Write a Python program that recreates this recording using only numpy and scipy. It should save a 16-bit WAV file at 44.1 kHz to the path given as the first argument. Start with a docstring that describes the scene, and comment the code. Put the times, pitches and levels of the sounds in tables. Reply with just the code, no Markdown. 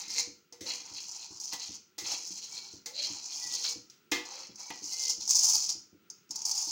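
"""Close to a phone in a small kitchen, a steel spatula scoops and pours dry beans in a wok.
Throughout, filtered noise is the soft flame hiss, a sine the high whine, ringing boards the dull footfalls.
A thin squeal glides past early on, among short slides of dense random clicks, scrapes and light knocks.
Harder blows then ring the wok's decaying modes; bowed tones and rough groans come and go under the blade.
Towards the end beans land hard and pour loudest, as filtered bursts and crackles in a short room tail."""
import sys
import numpy as np
from scipy import signal
from scipy.fft import rfft, irfft
from scipy.io import wavfile
from scipy.ndimage import uniform_filter1d

SR = 44100
rng = np.random.default_rng(int(sys.argv[2]) if len(sys.argv) > 2 else 0)


def digitize_waveform(pressure):
    """Quantize a signal to 16-bit integers and store it at the path in sys.argv[1].

    Rows of a 2-D input are taken as channels; values are limited to [-1, 1].
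    """
    field = np.atleast_2d(pressure).T
    bounded = np.clip(field, -1, 1)
    quanta = np.round(bounded * 32767).astype(np.int16)
    wavfile.write(sys.argv[1], SR, quanta)


N = 295911
TIME = np.arange(N) / SR

# ringing modes of the wok, before damping: f/Hz, level/dB, t60/s
WOK_MODES = [(315, -6, .2), (343, -2, .25), (366, -4, .2), (483, 0, .3), (861, -6, .2), (1200, -12, .22),
             (1739, -7, .24), (1971, -2, .3), (1992, -4, .25), (2103, 0, .3), (2300, -9, .2),
             (2435, -5, .26), (2564, -6, .3), (2885, -5, .15), (3177, -4, .2), (3391, -12, .25),
             (3973, -12, .25), (4479, -11, .22), (4732, -8, .16), (5082, -7, .12), (5491, -11, .18),
             (6169, -6, .15), (6385, -9, .2), (7671, -10, .1)]
# spectrum of bean clicks: f/Hz, level/dB
BEAN_SPECTRUM = [(2000, -83.5), (3400, -21.5), (4170, -13), (4540, -3), (4770, 4), (5630, 7.5), (6770, 6),
                 (9000, -37), (11700, -79.5), (19800, -120)]
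# spectrum of the sharp edge of the clicks: f/Hz, level/dB
EDGE_SPECTRUM = [(5000, -25.5), (8500, -4), (13500, -16.5), (15400, -4), (16200, -19), (16400, -13.5),
                 (16500, -72)]


def undb(db):
    """Amplitude factor of a level in dB."""
    return 10 ** (np.asarray(db) / 20)


def unit(x):
    """Scale to an RMS of 1."""
    return x / np.sqrt(np.mean(x ** 2))


def colour(x, table):
    """Causal minimum-phase filter with the gain of a (f/Hz, level/dB) table."""
    hz, db = np.transpose(table)
    grid = np.maximum(np.fft.rfftfreq(2048, 1 / SR), 1)
    gain_db = np.interp(np.log(grid), np.log(hz), db)
    # fold the cepstrum onto positive time
    cepstrum = irfft(np.log(undb(gain_db)))
    cepstrum[1:1024] *= 2
    cepstrum[1025:] = 0
    response = irfft(np.exp(rfft(cepstrum)))
    return signal.fftconvolve(x, response)[:len(x)]


def band(x, hz, width):
    """Steep resonance: a band-pass applied twice."""
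    b, a = signal.iirpeak(hz, hz / width, SR)
    return signal.lfilter(b, a, signal.lfilter(b, a, x))


def ring(x, hz, t60):
    """One decaying mode; a unit impulse gives a sine that starts to decay from 1."""
    pole = np.exp(2j * np.pi * hz / SR - np.log(1000) / (t60 * SR))
    return signal.lfilter([1], [1, -pole], x).imag


def glide(hz):
    """Sine of RMS 1 that follows a frequency in Hz, sample by sample."""
    return np.sqrt(2) * np.sin(2 * np.pi * np.cumsum(hz) / SR)


def walk(rate):
    """Random levels held 1 / rate s and slewed twice; RMS 1."""
    k = int(SR / rate)
    held = np.repeat(rng.standard_normal(N // k + 1), k)
    return unit(uniform_filter1d(uniform_filter1d(held, k), k)[:N])


def drive(force, modes, wander_db, damp=0.52):
    """A steady force rings each mode near its table level; the contact wanders, so the modes take turns."""
    out = 0
    for hz, db, t60 in modes:
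        push = force * undb(db + wander_db * walk(5.6))
        out = out + ring(push, hz, damp * t60) / np.sqrt(t60 * SR / 24)
    return out


def clicks(rate, spread_db, clump_db, clump_rate, t60):
    """Random impacts in clumps, a few much harder than the rest; each is a short dying crackle."""
    chance = rng.random((2, N))
    size = undb(-spread_db * np.log(chance[1] + 0.04) + clump_db * walk(clump_rate))
    impacts = (chance[0] < rate / SR) * size ** 2
    fade = np.exp(-2 * np.log(1000) / (t60 * SR))
    power = signal.lfilter([1], [1, -fade], impacts)
    return unit(np.sqrt(power) * rng.standard_normal(N))


def burst(length_s, t60):
    """Noise that dies away, peak near 1."""
    t = np.arange(int(length_s * SR)) / SR
    return rng.standard_normal(len(t)) * undb(-60 * t / t60) / 2


def add(out, s, x):
    """Mix x into out from s seconds on."""
    i = int(s * SR)
    out[i:i + len(x)] += x[:max(len(out) - i, 0)]


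def swells(s, length_s, first_db, last_db, rise_s, fall_db_s):
    """Level in dB of overlapping gestures: quick rise, straight ramp, steady fall."""
    power = 1e-16
    for t, n, a, b in zip(s, length_s, first_db, last_db):
        end = t + max(n, rise_s)
        corners_s = [t, t + rise_s, end, end + 80 / fall_db_s]
        level_db = np.interp(TIME, corners_s, [a - 30, a, b, b - 80], -200, -200)
        power = power + undb(2 * level_db)
    return 10 * np.log10(power)


def flame():
    """Filtered noise: a soft hiss that flutters a little."""
    # spectrum of the burning gas: f/Hz, level/dB
    flame_spectrum = [(18, -53.5), (30, -20.5), (192, 0.5), (270, -5), (369, 1), (622, -19.5),
                      (1140, -16.5), (1360, -3.5), (1640, -15), (2550, -11.5), (3490, -16), (6370, -19.5),
                      (8280, -27), (12900, -42), (15500, -13.5)]
    hiss = unit(colour(rng.standard_normal(N), flame_spectrum))
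    return undb(-68 + 1.9 * walk(6.)) * hiss


def whine():
    """A steady high sine whose level wavers around a slow curve."""
    # mean level of the whine: t/s, level/dB
    whine_curve = [(0.0, -87), (1.9, -85), (5.3, -76.5), (5.8, -81), (6.71, -77)]
    s, db = np.transpose(whine_curve)
    level_db = np.interp(TIME, s, db) + walk(5.9)
    return undb(level_db) * np.sqrt(2) * np.sin(2 * np.pi * 15626 * TIME)


def squeal():
    """One thin sine that glides up and back."""
    # path of the squeal: t/s, f/Hz, level/dB
    squeal_path = [(0.3, 11800, -102), (0.382, 13087, -91), (0.472, 14030, -94), (0.5, 14240, -102),
                   (0.506, 12998, -93), (0.53, 12170, -97)]
    s, hz, db = np.transpose(squeal_path)
    level_db = np.interp(TIME, s, db, -140, -140)
    return undb(level_db) * glide(np.interp(TIME, s, hz))


def steps():
    """Heel and sole: two dull thumps that shake the floor boards into decaying modes."""
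    # footfalls: t/s, heel peak level/dB
    step_times = [(0.076, -52), (0.272, -44), (0.612, -41), (0.913, -49.5), (1.304, -48), (1.688, -46),
                  (2.02, -47), (2.303, -47.5), (2.736, -44), (3.101, -45.5), (3.452, -51), (3.757, -45.5),
                  (4.132, -61), (4.491, -49), (4.819, -48), (5.179, -47.5), (5.559, -49.5), (5.75, -48.5),
                  (5.929, -49), (6.3, -50), (6.671, -49)]
    # boards under the feet: f/Hz, level/dB (before a weight by f), t60/s
    floor_modes = [(95, -7, 0.17), (130, 2.5, 0.081), (216, 5, 0.091), (313, 12, 0.038), (341, -6.5, 0.14)]
    sole_delay_s, sole_db = 0.0159, -4
    out = np.zeros(N)
    for s, db in step_times:
        for delay_s, part_db in ((0, 0), (sole_delay_s, sole_db)):
            push = uniform_filter1d(burst(.2, 0.031), size=30)  # softened contact
            thump = sum(undb(g) * ring(push, hz, t60) * hz for hz, g, t60 in floor_modes)
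            add(out, s + delay_s, undb(db + part_db) * thump / np.abs(thump).max())
    return out


def groans():
    """The blade groans as it slides under the heap: a rough gliding tone that swells and fades."""
    # groans: start t/s, end t/s, start f/Hz, end f/Hz, RMS level before the swell/dB
    groan_table = [(0.602, 0.767, 496.5, 700, -60), (2.023, 2.186, 520, 652, -63),
                   (2.88, 3.106, 530, 619, -59), (4.257, 4.463, 552, 519, -65)]
    out = np.zeros(N)
    for start, end, from_hz, to_hz, db in groan_table:
        u = np.linspace(0, 1, int((end - start) * SR))
        rough = uniform_filter1d(rng.standard_normal((2, len(u))), size=500)
        phase = 2 * np.pi * np.cumsum(from_hz + (to_hz - from_hz) * u) / SR
        tone = (rough[0] + 1j * rough[1]) * np.exp(1j * phase)
        add(out, start, undb(db) * unit(tone.real) * np.sin(np.pi * u))
    return out


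def bows():
    """The dragging blade bows one wok mode: a slightly unsteady tone, quick to start, then ringing out."""
    # catches of the blade: start t/s, length/s, mean f/Hz, level before flutter/dB
    bow_table = [(0.123, 0.046, 2280, -60), (0.15, 0.13, 481.7, -64), (0.511, 0.085, 484, -60.5),
                 (0.648, 0.023, 494, -54), (0.653, 0.083, 2877, -60), (1.973, .07, 1966, -61),
                 (2.503, 0.11, 2310, -64), (2.861, 0.11, 488, -62), (2.851, 0.058, 870, -60.5),
                 (3.007, 0.051, 3190, -49.5), (3.403, 0.14, 1952, -57.5), (3.527, 0.24, 482, -66.5),
                 (3.625, 0.065, 2290, -60.5), (4.61, .09, 2280, -70.5), (4.878, 0.24, 2915, -59.5),
                 (4.906, 0.19, 2087, -59.5), (4.947, 0.21, 483, -68.5)]
    rise_s, fall_db_s = .015, 300.
    flutter_db, jitter = 3., .006  # jitter as a share of the pitch
    out = 0
    for s, length_s, hz, db in bow_table:
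        level_db = swells([s], [length_s], [db], [db], rise_s, fall_db_s) + flutter_db * walk(40.)
        out = out + undb(level_db) * glide(hz * (1 + jitter * walk(60.)))
    return out


def scrape(grit_db):
    """The blade stutters over steel; the slips grate, and the drag bows the low and the middle wok modes."""
    grit_hz = 3186 * (1 + 0.12 * walk(2.78))  # the centre of the grit drifts
    slips = clicks(rate=1100.0, spread_db=4.0, clump_db=3.5, clump_rate=30., t60=0.012)
    # beans skidding on bare steel
    grit = undb(6.5 + 2 * walk(11.0)) * unit(band(slips, 4203.0, 660.0))
    # fixed bands fade in and out as the drifting centre passes them
    for hz in np.geomspace(2200, 3600, num=6):
        nearness = np.exp(-.5 * (np.log2(grit_hz / hz) / .25) ** 2)
        grit = grit + nearness * unit(band(slips, hz, 450.))
    # the wok rings under any slide
    bow = rng.standard_normal(N)
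    hum_db, sing_db = grit_db - 17, grit_db - 20
    hum = drive(bow * undb(hum_db), WOK_MODES[3:4], wander_db=0.7, damp=0.93)
    hum = hum + drive(bow * undb(hum_db - 3), WOK_MODES[:3], wander_db=5.0)
    sing = drive(bow * undb(sing_db), [WOK_MODES[7], WOK_MODES[9]], wander_db=1.5, damp=0.4)
    upper = drive(bow * undb(grit_db - 9), WOK_MODES[10:], wander_db=4.0, damp=.5)
    return undb(grit_db + 1.5) * grit + hum + sing + upper


def knocks():
    """Each blade blow rings the wok modes with its own weights, over a clash of unresolved ones."""
    # blows: t/s, level/dB, bass share/dB, treble share/dB (shares before limits),
    # damping by the beans/0-1, level of the ringing modes/dB
    knock_table = [(0.524, -58, 10, 17, 0.1, -11), (0.609, -45, -9, 22, 0.2, -15),
                   (1.532, -36, 6, 11, 0.91, -11), (1.981, -39, 0, 23, 0.15, -15),
                   (2.86, -39.5, -0.5, 10, 0.7, -15.5), (3.645, -30.5, -4.5, -1, 0.9, -26),
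                   (3.898, -55.5, -12, 2, 0, -26), (4.118, -22.5, -2, -1.5, 0.41, -9),
                   (4.704, -37, 10, -16, 1, -7)]
    tilt_hz = [500, 800, 1000, 1700, 3200, 4500]
    out = np.zeros(N)
    for s, db, bass_db, treble_db, damp, ring_db in knock_table:
        bass_db, treble_db = np.clip([bass_db, treble_db], -14, 10)
        blow = np.diff(burst(.6, 0.023))  # a shell radiates the change of force, so little below its modes
        weight_db = 1.5 * rng.standard_normal(len(WOK_MODES))
        low_db = bass_db - 14 * damp ** 3  # a heap of beans stills the lowest modes most
        ringing = 0
        for (hz, mode_db, t60), w in zip(WOK_MODES, weight_db):
            tilt_db = np.interp(np.log(hz), np.log(tilt_hz), [low_db, bass_db, bass_db, 0, 0, treble_db])
            mode = ring(blow, hz, t60 * np.clip(1.3 - damp, .1, 1.2))
            ringing = ringing + undb(mode_db + w + tilt_db) * mode / np.abs(mode).max()
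        body = [(60, low_db - 29), (280, low_db - 19), (900, bass_db), (1500, -6), (3200, 1),
                (6300, treble_db + 1.0), (8500, treble_db - 15), (13000, treble_db - 25),
                (16000, treble_db - 9.5)]
        clash = colour(burst(.6, 0.36 - 0.23 * damp), body)[1:]
        add(out, s, undb(db) * (undb(ring_db) * ringing + undb(5.5) * clash))
    return out


def drops():
    """A single bean landing hard: click, short chatter, hollow knock, from one dying burst of noise."""
    # landings: t/s, click peak level/dB
    drop_table = [(0.0823, -34), (0.1078, -36), (0.5264, -37), (0.609, -45), (0.9387, -34), (1.4017, -30),
                  (1.508, -39), (1.9884, -28), (2.0417, -37), (2.0875, -33), (2.2746, -31), (2.4714, -44),
                  (2.8609, -30.5), (3.327, -34), (3.5528, -22), (3.9012, -41), (4.117, -25.5),
                  (4.2554, -37), (4.5587, -39), (4.6002, -40), (4.9242, -26), (5.1043, -19), (5.2115, -30),
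                  (5.2787, -18.5), (5.298, -36), (5.3493, -14.5), (5.5117, -22.5), (5.693, -20.5),
                  (5.7253, -25), (6.1026, -29), (6.294, -48.5), (6.3102, -25), (6.3595, -25), (6.3924, -32),
                  (6.4196, -24.5), (6.4545, -17.5), (6.5139, -17.5), (6.5794, -21)]
    click_rise_s = .002  # from first touch to the peak of a click
    out = np.zeros(N)
    for s, db in drop_table:
        knock_db = -29.5 + 2.5 * rng.standard_normal()
        hit = burst(.06, 0.047)
        click = colour(hit, BEAN_SPECTRUM) + undb(-10.5) * colour(hit, EDGE_SPECTRUM)
        touch = hit * undb(-60 * np.arange(len(hit)) / SR / 0.0015)
        knock = ring(touch, 893.0, 0.035)
        landing = click / np.abs(click).max() + undb(knock_db) * knock / np.abs(knock).max()
        add(out, s - click_rise_s, undb(db) * landing)
    return out


def beans(rattle_db, heap_db):
    """Dense clicks of three crowds of beans, a little apart in pitch; they drum the bowl's air, wok and blade."""
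    # air in the bowl: f/Hz, width/Hz, mean level/dB
    bowl_air = [(605, 350, -9.5), (640, 160, -12.5), (889, 340, 8), (1070, 600, -4.5)]
    # modes of the thin spatula, before damping: f/Hz, level/dB, t60/s
    blade_modes = [(8490, 0, .5), (9141, -2, .5), (10800, -5, .4), (11550, -3, .4)]
    # the louder the rattle, the larger the share of sharp edge; -19.5 dB at a rattle of -40 dB
    edge_db = -19.5 + .25 * np.maximum(rattle_db + 40, -20)
    clump = undb(1.5 * walk(35.))
    rattle, hits = 0, 0
    for shift in (.95, 1., 1.05):
        crowd = clump * clicks(rate=350., spread_db=4.0, clump_db=2.0, clump_rate=80., t60=0.014)
        spectrum = [(shift * hz, db) for hz, db in BEAN_SPECTRUM]
        rattle = rattle + undb(1.5 * walk(9.)) * unit(colour(crowd, spectrum))
        hits = hits + crowd
    bowl = sum(undb(db + 3.3 * walk(5.94)) * band(hits, hz, width) for hz, width, db in bowl_air)
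    upper_modes = [m for m in WOK_MODES if m[0] > 2200]
    wok = drive(hits * undb(rattle_db - 40), upper_modes, wander_db=3.)
    blade = drive(hits * undb(rattle_db + edge_db - 26.0), blade_modes, wander_db=0.0)
    edge = undb(edge_db) * unit(colour(hits, EDGE_SPECTRUM))
    return undb(rattle_db) * (unit(rattle) + edge) + undb(heap_db) * unit(bowl) + wok + blade


def room_tail(near):
    """Reverberation of the small kitchen: the near sounds convolved with coloured dying noise."""
    tail = colour(burst(.6, .34), [(100, 5.0), (1000, 1), (6000, -1.0), (10000, -7.5), (16000, -9.5)])
    return undb(-8) * signal.fftconvolve(near, tail / np.sqrt(np.sum(tail ** 2)))[:N]


def scene():
    """Slides of the blade set the levels of beans and scrape; near sounds get a room, the background none."""
    # beans on the move, pushed or poured: start t/s, length/s, rattle level at first/dB and at last/dB,
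    # heap share/dB, grit share/dB (both relative to the rattle)
    slides = [(-.03, 0.12, -40, -51, -17.5, -16), (0.078, 0.13, -36.5, -34, -20.5, -17),
              (0.644, 0.17, -39.5, -45.5, -14, -10), (0.825, .1, -50.5, -52.5, -12.5, -12),
              (0.927, 0.32, -46.5, -44, -23.5, -17.5), (1.258, 0.12, -54, -49.5, -18.5, -21.5),
              (1.391, 0.15, -39, -48, -25.5, -25.5), (1.503, 0.033, -33.5, -41.5, -12, -12.5),
              (1.574, .18, -46, -46.5, -23, -14), (2.03, 0.11, -42, -36, -16.5, -9),
              (2.146, .24, -40.5, -44.5, -24, -18.5), (2.397, 0.19, -45, -42, -21.5, -15.5),
              (2.604, 0.18, -48.5, -55, -19.5, -18.5), (2.919, 0.13, -52.5, -37.5, -26.5, -10.5),
              (3.045, 0.14, -42, -47.5, -13.5, -12), (3.168, 0.18, -51, -43.5, -21, -14.5),
              (3.33, .24, -42, -36, -25, -16.5), (3.567, 0.14, -38, -35, -25, -14.5),
              (4.237, 0.21, -47.5, -48, -9.5, -12.5), (4.45, 0.11, -54, -62.5, -10, -15),
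              (4.561, .25, -46.5, -50, -13.5, -20.5), (4.809, 0.31, -41.5, -31.5, -26, -23.5),
              (5.186, 0.084, -43.5, -43, -20, -18.5), (5.276, .3, -27, -26.5, -28.5, -31),
              (5.605, 0.059, -29, -37, -29.5, -27), (5.676, 0.031, -28, -35, -24, -21),
              (6.288, 0.17, -50, -47, -18.5, -17.5), (6.44, 0.36, -31.5, -37, -27.5, -28.5)]
    s, length_s, first_db, last_db, heap_share_db, grit_share_db = np.transpose(slides)

    def slide_level(share_db):
        """Level curve in dB of one share of all slides."""
        return swells(s, length_s, first_db + share_db, last_db + share_db, rise_s=0.021, fall_db_s=356.5)

    background = flame() + whine() + squeal()
    blade = groans() + bows() + scrape(slide_level(grit_share_db)) + knocks()
    near = steps() + blade + drops() + beans(slide_level(0), slide_level(heap_share_db))
    return (near + room_tail(near) + background)[None]


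def record(dry):
    """The phone's microphone thins the bass below 85 Hz and cuts the top above 15850 Hz."""
    thin = signal.sosfilt(signal.butter(3, 85., "high", fs=SR, output="sos"), dry)
    return signal.sosfilt(signal.ellip(8, .2, 60, 15850, fs=SR, output="sos"), thin)


dry = scene()
out = record(dry)
digitize_waveform(out)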